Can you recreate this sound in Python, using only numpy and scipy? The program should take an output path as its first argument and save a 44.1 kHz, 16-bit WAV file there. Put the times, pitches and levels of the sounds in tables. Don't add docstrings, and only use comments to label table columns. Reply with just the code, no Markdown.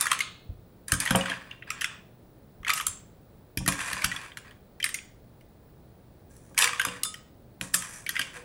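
import sys
import numpy as np
from scipy import signal
from scipy.fft import rfft, irfft, next_fast_len
from scipy.io import wavfile

SR = 44100
rng = np.random.default_rng(int(sys.argv[2]) if len(sys.argv) > 2 else 0)


def file_out(sig):
    cols = np.atleast_2d(sig).T
    lim = np.clip(cols, -1, 1)
    pcm = np.round(lim * 32767).astype(np.int16)
    wavfile.write(sys.argv[1], SR, pcm)


N = 372204

# freq_hz, gain_db
VENT_SPECTRUM = [(15, -40), (25, -7), (127, -4), (153, -5), (305, -11), (563, -14.5), (1130, -26.5),
                 (1220, -26.5), (2860, -37.5), (4040, -36), (6350, -44), (9990, -41), (14500, -55)]
# centre_hz, width_hz, level_db
APPLIANCE_BANDS = [(119, 16, -65.5), (10020, 250, -86.5), (15500, 350, -71)]
# start_s, length_s, level_db, wetness_db
SLIDES = [(-.03, 0.058, -35.5, 3), (0.076, 0.05, -33.5, -6), (0.868, 0.035, -44, -1), (0.98, 0.34, -37, -4),
          (1.338, 0.19, -52, -11), (1.652, 0.29, -49.5, -14.5), (2.651, 0.037, -33, -13),
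          (2.73, 0.044, -43.5, 12.5), (3.662, 0.13, -40.5, 0.5), (3.762, 0.28, -35.5, -1.5),
          (4.095, 0.16, -44.5, -3.5), (4.43, 0.034, -50, -11.5), (6.28, .28, -71.5, 11.5),
          (6.559, 0.074, -27.5, -3), (6.66, 0.3, -44, -1.5), (7.597, 0.03, -44.5, 5.5),
          (7.724, 0.032, -44.5, 16.5), (7.81, 0.044, -44, 1.5), (7.867, 0.12, -50.5, 8.5),
          (8.115, 0.16, -50, 1.5), (8.313, 0.052, -44, -3)]
# freq_hz, gain_db
GRIND_SPECTRUM = [(400, -16), (800, -9), (1200, -2), (1800, 2.5), (2600, -4.5), (3500, -11.5),
                  (5000, -12.5), (9000, -31.5)]
# freq_hz, gain_db
FIZZ_SPECTRUM = [(2000, -24), (4000, -9.5), (6000, 4.5), (9500, 5.5), (11800, -3.5), (12800, -16.5),
                 (16000, -27)]
# start_s, pitch_hz, level_db, brightness_db (high: dry, sharp; low: wet, cushioned)
SHELL_CLACKS = [(.0087, 1800, -35, 15.5), (0.0554, 1196, -28, -7), (0.0666, 1740, -23, -13),
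                (0.1145, 1150, -18, -7), (0.129, 1270, -30, -4), (0.189, 2380, -33.5, -3),
                (0.2043, 2160, -21, -14), (0.881, 1650, -42, 7.5), (0.9189, 1634, -21.5, 1),
                (0.9364, 1610, -30.5, 1), (1.001, 2490, -34, 9.5), (1.0524, 2000, -36, 1.5),
                (1.06, 1940, -26, -15), (1.074, 1800, -28, -16), (1.1056, 1570, -21.5, -6.5),
                (1.1493, 1150, -22, -31), (1.1563, 1260, -32, 7), (1.2087, 2900, -28, -18),
                (1.257, 1520, -29, -16.5), (1.2972, 3120, -30.5, -12), (1.3161, 1680, -26.5, -28),
                (1.337, 1910, -34.5, -38), (1.51, 2800, -36.5, -28), (1.6218, 1990, -40.5, -46),
                (1.703, 2020, -28, -6.5), (1.809, 2620, -31, -6.5), (1.8162, 1820, -28, -8.5),
                (1.8418, 2007, -23, -11.5), (2.63, 1780, -46.5, -22), (2.647, 2150, -32.5, -23),
                (2.666, 1380, -32, -22), (2.68, 2370, -26, -10.5), (2.694, 1340, -22.5, -12),
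                (2.7011, 2540, -20, -10), (2.7336, 2780, -33, 5.5), (2.7748, 1830, -32, -6),
                (2.7994, 1150, -29, -25), (2.8083, 1150, -33, -4.5), (2.8656, 1250, -32, 10.5),
                (3.572, 2390, -30.5, 0.5), (3.6608, 1850, -30, -7), (3.677, 1700, -26.5, 3.5),
                (3.6838, 1017, -24.5, 0), (3.7214, 2510, -30, -7), (3.802, 1980, -32, -25),
                (3.9294, 2660, -31, -3), (4.0183, 2290, -29.5, -14), (4.0402, 1425, -23, -6.5),
                (4.044, 3100, -24.5, -1), (4.113, 1920, -30.5, -15), (4.161, 1960, -32, -12.5),
                (4.317, 1800, -44.5, -28), (4.3704, 1640, -36, -8.5), (4.508, 1800, -50.5, -12),
                (4.8002, 2380, -35.5, -17.5), (4.8267, 3080, -27, -18), (4.8406, 1784, -23, -0.5),
                (4.8616, 1940, -29, -23), (4.8895, 1900, -35.5, -6), (4.9418, 2200, -31.5, 2),
                (4.986, 2480, -38.5, -26), (5.408, 2130, -61, -8), (6.311, 1940, -77.5, 3.5),
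                (6.364, 1930, -68, 13), (6.545, 1610, -51.5, -7), (6.5765, 2380, -21, -3),
                (6.5869, 1960, -28, 8.5), (6.6107, 2850, -31, 3.5), (6.6201, 3570, -22, -2.5),
                (6.6407, 2300, -20, -3), (6.6736, 2180, -25.5, -11), (6.6904, 1650, -29.5, -22),
                (6.731, 1200, -29.5, -18), (6.795, 1570, -20, -13.5), (6.8145, 1640, -28.5, -7),
                (6.849, 1255, -25, -3), (6.8845, 1150, -33.5, -10), (7.0326, 2800, -34.5, 11),
                (7.051, 1280, -39.5, -3), (7.1402, 1875, -38.5, -8.5), (7.6105, 1500, -29.5, -6),
                (7.7377, 1970, -40, 9), (7.7406, 1757, -24, 3.5), (7.7459, 1300, -34, 13),
                (7.8204, 1790, -36.5, -4), (8.0628, 2300, -31.5, -14), (8.0903, 1860, -27.5, -1.5),
                (8.1534, 1930, -31.5, -17), (8.164, 2090, -25, -24), (8.192, 1600, -24, -8),
                (8.213, 2410, -28, -13)]
# start_s, level_db, tilt_db_per_octave
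SKIMMER_BLOWS = [(0.009, -30.5, -4), (0.115, -43, 8), (0.206, -39, -2.5), (0.920, -34, -10),
                 (1.003, -33, 11), (2.702, -28.5, -9), (2.867, -60, 14), (3.678, -33, 4), (6.578, -24.5, 4),
                 (6.619, -22, -1), (6.851, -36, 2), (7.032, -37.5, -2.5), (7.049, -29, 1.5),
                 (7.741, -34.5, -4)]
# freq_hz, weight_db, t60_s
SKIMMER_MODES = [(1150, -6, .15), (1260, -6, .4), (2290, -14, .3), (3570, 0, .24), (5001, -4, .22),
                 (6600, -13, .25), (7038, -7, .22), (7755, -11, .25), (8468, -6, .22), (9135, -10, .26),
                 (9515, -7, .25), (9997, -6, .22), (10220, -8, .2)]
# start_s, level_db
RIM_BLOWS = [(.115, -40), (.206, -38)]
# start_s, level_db, centre_hz (low: soft bump; high: hard landing)
HEAVY_BLOWS = [(0.491, -26.5, 34.9), (.922, -23.5, 135.8), (1.107, -20, 240), (1.148, -15.5, 480),
               (1.158, -28, 230), (1.21, -34, 380), (1.3, -33.5, 402), (2.601, -39.5, 50),
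               (2.879, -42, 50.2), (3.572, -24.5, 98), (3.606, -27, 141), (3.677, -22, 205),
               (3.928, -38.5, 150), (4.044, -30.5, 101), (6.512, -43, 190), (6.869, -35.5, 300),
               (7.613, -34, 201), (7.744, -36, 263), (8.193, -38.5, 280)]
# freq_hz, weight_db, t60_s
WORKTOP_MODES = [(57.5, 0, .16), (82.9, 0, 0.16), (119, -5.5, 0.12)]
PAN_BASE_MODES = [(127, -3, 0.22), (180.5, -1, 0.27), (217.6, -12, 0.2), (277.7, -4.5, 0.18),
                  (324, -3, 0.028)]
PAN_WALL_MODES = [(410, -10, 0.036), (535, -5.5, 0.15), (665, -8, 0.14), (776, -9.5, .08),
                  (865, -5.5, 0.03), (959, -9.5, 0.12), (1150, -8, 0.1)]
# worktop_hz, pan_base_hz, pan_wall_hz
PEAK_RESPONSE_HZ = [68.6, 190, 602]
# start_s, level_db
BOWL_LANDINGS = [(6.621, -36.5), (6.851, -43), (8.36, -45)]
# freq_hz, weight_db, t60_s
BOWL_MODES = [(490, 1, 0.67), (740, -5, 0.12), (952, 2, 0.12)]
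# freq_hz, t60_s
ROOM_DECAY = [(150, 0.44), (500, 0.41), (1400, 0.44), (3500, 0.45), (8000, 0.35), (12000, 0.061),
              (16000, 0.28)]
# freq_hz, gain_db
ROOM_SPECTRUM = [(100, 3), (600, 9), (1500, -4.5), (3500, -4), (9500, 3), (14000, -0.5)]


def amp(db):
    return 10 ** (np.asarray(db) / 20)


def unit(x):
    return x / np.sqrt(np.mean(x ** 2) + 1e-20)


def lookup(points, hz):
    points_hz, values = np.transpose(points)
    return np.interp(np.log(hz + 1), np.log(points_hz), values)


def colour(x, spectrum):
    size = next_fast_len(len(x))
    gain = amp(lookup(spectrum, np.fft.rfftfreq(size, 1 / SR)))
    return irfft(rfft(x, size) * gain, size)[:len(x)]


def band(x, lo_hz, hi_hz, order=2):
    sos = signal.butter(order, [lo_hz, min(hi_hz, .49 * SR)], "band", fs=SR, output="sos")
    return signal.sosfilt(sos, x)


def add(mix, start_s, sound):
    start = round(start_s * SR)
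    sound = sound[max(-start, 0):]
    part = mix[max(start, 0):][:len(sound)]
    part += sound[:len(part)]


def ring(hz, gain, t60_s, size):
    t = np.arange(size)[:, None] / SR
    modes = np.sin(2 * np.pi * hz * t) * np.exp(-np.log(1000) * t / t60_s)
    return modes @ (gain / np.linalg.norm(gain))


def ventilation(level_db=-54):
    return amp(level_db) * unit(colour(rng.standard_normal(N), VENT_SPECTRUM))


def appliance():
    out = np.zeros(N)
    hz = np.fft.rfftfreq(N, 1 / SR)
    for centre_hz, width_hz, level_db in APPLIANCE_BANDS:
        peak = np.exp(-2 * ((hz - centre_hz) / width_hz) ** 2)
        phases = np.exp(2j * np.pi * rng.random(len(hz)))
        out += amp(level_db) * unit(irfft(peak * phases, N))
    return out


def shell_ring(lo_hz, hi_hz, t60_s, count):
    hz = lo_hz + (hi_hz - lo_hz) * (np.arange(count) + rng.random(count)) / count
    gain = rng.uniform(0.14, 1, count) * rng.choice([-1, 1], count)
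    return ring(hz, gain, t60_s * rng.uniform(0.39, 2.2, count), size=1500)


def slide_envelopes(attack_s=0.028, sag_db_per_s=5, settle_db_per_s=220, drain_db_per_s=21):
    grind_power, fizz_power = np.zeros((2, N))
    for start_s, length_s, level_db, wetness_db in SLIDES:
        t = np.arange(0, length_s + .5, 1 / SR)
        fall_db = sag_db_per_s * t + settle_db_per_s * np.maximum(t - length_s, 0)
        level = np.minimum(t / attack_s, 1) ** 2 * amp(level_db - fall_db)
        add(grind_power, start_s, level ** 2)
        add(fizz_power, start_s, (level * amp(wetness_db - drain_db_per_s * t)) ** 2)
    return np.sqrt(grind_power), np.sqrt(fizz_power)


def sliding(slips_per_s=1500, scatter_db=4, t60_s=0.016, fizz_db=-4, shell_count=14):
    onsets = rng.random(N) < slips_per_s / SR
    slips = onsets * amp(scatter_db * np.minimum(rng.exponential(1, N), 3.5))
    slips *= rng.choice([-1, 1], N)
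    owner = rng.integers(0, shell_count, N)
    grind, fizz = np.zeros((2, N))
    for shell in range(shell_count):
        own_slips = slips * (owner == shell)
        grind += signal.oaconvolve(own_slips, shell_ring(500, 5000, t60_s, count=6))[:N]
        fizz += signal.oaconvolve(own_slips, shell_ring(4100, 16000, t60_s / 2, count=16))[:N]
    pressure, wetness = slide_envelopes()
    grind = pressure * unit(colour(grind, GRIND_SPECTRUM))
    fizz = wetness * unit(colour(fizz, FIZZ_SPECTRUM))
    return grind + amp(fizz_db) * fizz


def clack(pitch_hz, body_db, edge_db, tick_db, main_t60_s=0.014, body_t60_s=0.0076, tip_t60_s=.004):
    t = np.arange(SR // 50) / SR
    crunch_s = .002 * np.exp(.25 * rng.standard_normal())
    force = (1 - np.exp(-t / 0.0016)) * np.exp(-t / crunch_s)
    contact = force * rng.standard_normal(len(t)) * rng.exponential(1, len(t))
    body_lo_hz = max(1050, .62 * pitch_hz)
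    body = shell_ring(pitch_hz, pitch_hz, main_t60_s, count=1)
    body += shell_ring(body_lo_hz, 3500, body_t60_s, count=8)
    edge = shell_ring(3600, 7000, tip_t60_s, count=7)
    tick = shell_ring(7000, 12000, tip_t60_s, count=7)
    top = shell_ring(11000, 14000, tip_t60_s, count=4)
    direct = diffuse = 0
    for modes, level_db, lo_hz, hi_hz in [(body, body_db, body_lo_hz, 3600),
                                          (edge, edge_db, 3600, 7000),
                                          (tick, tick_db, 7000, 12100),
                                          (top, tick_db - 14, 12100, 16000)]:
        part = band(signal.fftconvolve(contact, modes), lo_hz, hi_hz, order=7)
        part = amp(level_db) * part / np.std(part[:SR // 166])
        direct += part
        impulse = signal.unit_impulse(len(part), idx=round(crunch_s * SR))
        flat = np.std(part) * unit(band(impulse, lo_hz, hi_hz, order=7))
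        diffuse += (part + flat) / np.sqrt(2)
    return direct, diffuse


def shell_clacks(edge_offset_db=-3.5, brightness_share=0.64, edge_db_per_octave=4):
    direct, diffuse = np.zeros((2, N))
    for start_s, pitch_hz, level_db, brightness_db in SHELL_CLACKS:
        edge_db = level_db + edge_offset_db + brightness_share * brightness_db
        edge_db += edge_db_per_octave * np.log2(pitch_hz / 2000)
        to_mic, to_room = clack(pitch_hz, level_db, edge_db, tick_db=level_db + brightness_db)
        add(direct, start_s, to_mic)
        add(diffuse, start_s, to_room)
    return direct, diffuse


def strike(modes, tilt_db_per_octave=0, scatter_db=2):
    hz, weight_db, t60_s = np.transpose(modes)
    weight_db = weight_db + tilt_db_per_octave * np.log2(hz / hz[0])
    weight_db += scatter_db * rng.standard_normal(len(hz))
    gain = amp(weight_db) * rng.choice([-1, 1], len(hz))
    return band(ring(hz, gain, t60_s, size=20000), hz[0] / 2, hz[-1] * 2)


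def skimmer():
    out = np.zeros(N)
    for start_s, level_db, tilt_db_per_octave in SKIMMER_BLOWS:
        add(out, start_s, amp(level_db) * strike(SKIMMER_MODES, tilt_db_per_octave))
    return out


def pan_rim(lo_hz=2510, hi_hz=4600, t60_s=.55, count=70):
    out = np.zeros(N)
    for start_s, level_db in RIM_BLOWS:
        modes = [(hz, 0, t60_s) for hz in np.sort(rng.uniform(lo_hz, hi_hz, count))]
        add(out, start_s, amp(level_db) * strike(modes))
    return out


def thuds(fall_db_per_octave_squared=3):
    out = np.zeros(N)
    for start_s, level_db, centre_hz in HEAVY_BLOWS:
        for modes, peak_hz in zip((WORKTOP_MODES, PAN_BASE_MODES, PAN_WALL_MODES), PEAK_RESPONSE_HZ):
            fall_db = fall_db_per_octave_squared * np.log2(peak_hz / centre_hz) ** 2
            add(out, start_s, amp(level_db - fall_db) * strike(modes))
    return out


def glass_bowl():
    out = np.zeros(N)
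    for start_s, level_db in BOWL_LANDINGS:
        add(out, start_s, amp(level_db) * strike(BOWL_MODES))
    return out


def room_response(tail_db=-7, build_s=0.0017, early_db=-12, early_count=10):
    hz, frame_s, noise = signal.stft(rng.standard_normal(SR), SR, nperseg=256)
    decay = np.exp(-np.log(1000) * frame_s / lookup(ROOM_DECAY, hz)[:, None])
    _, tail = signal.istft(noise * decay, SR, nperseg=256)
    build = 1 - np.exp(-np.arange(len(tail)) / SR / build_s)
    tail = colour(tail * build, ROOM_SPECTRUM)
    response = amp(tail_db) * tail / np.linalg.norm(tail)
    for delay_s in rng.uniform(0.0043, .018, early_count):
        add(response, delay_s, amp(early_db) * rng.choice([-1, 1], 1) / np.sqrt(early_count))
    return response


def kitchen(x, count=4, crossfade_hz=2):
    phase = 2 * np.pi * crossfade_hz * np.arange(N) / SR
    shares = [np.sqrt(2 / count) * np.cos(phase + np.pi * k / count) for k in range(count)]
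    return sum(signal.fftconvolve(x * share, room_response())[:N] for share in shares)


def scene(cookware_send_db=-4):
    clacks, diffuse_clacks = shell_clacks()
    cookware = skimmer() + thuds() + pan_rim() + glass_bowl()
    slides = sliding()
    echoes = kitchen(diffuse_clacks + slides + amp(cookware_send_db) * cookware)
    return (clacks + cookware + slides + echoes + ventilation() + appliance())[None]


def record(dry):
    lowpass = signal.firwin(511, 16300, window=("kaiser", 9), fs=SR)
    return signal.oaconvolve(dry, lowpass[None], "same")


dry = scene()
out = record(dry)
file_out(out)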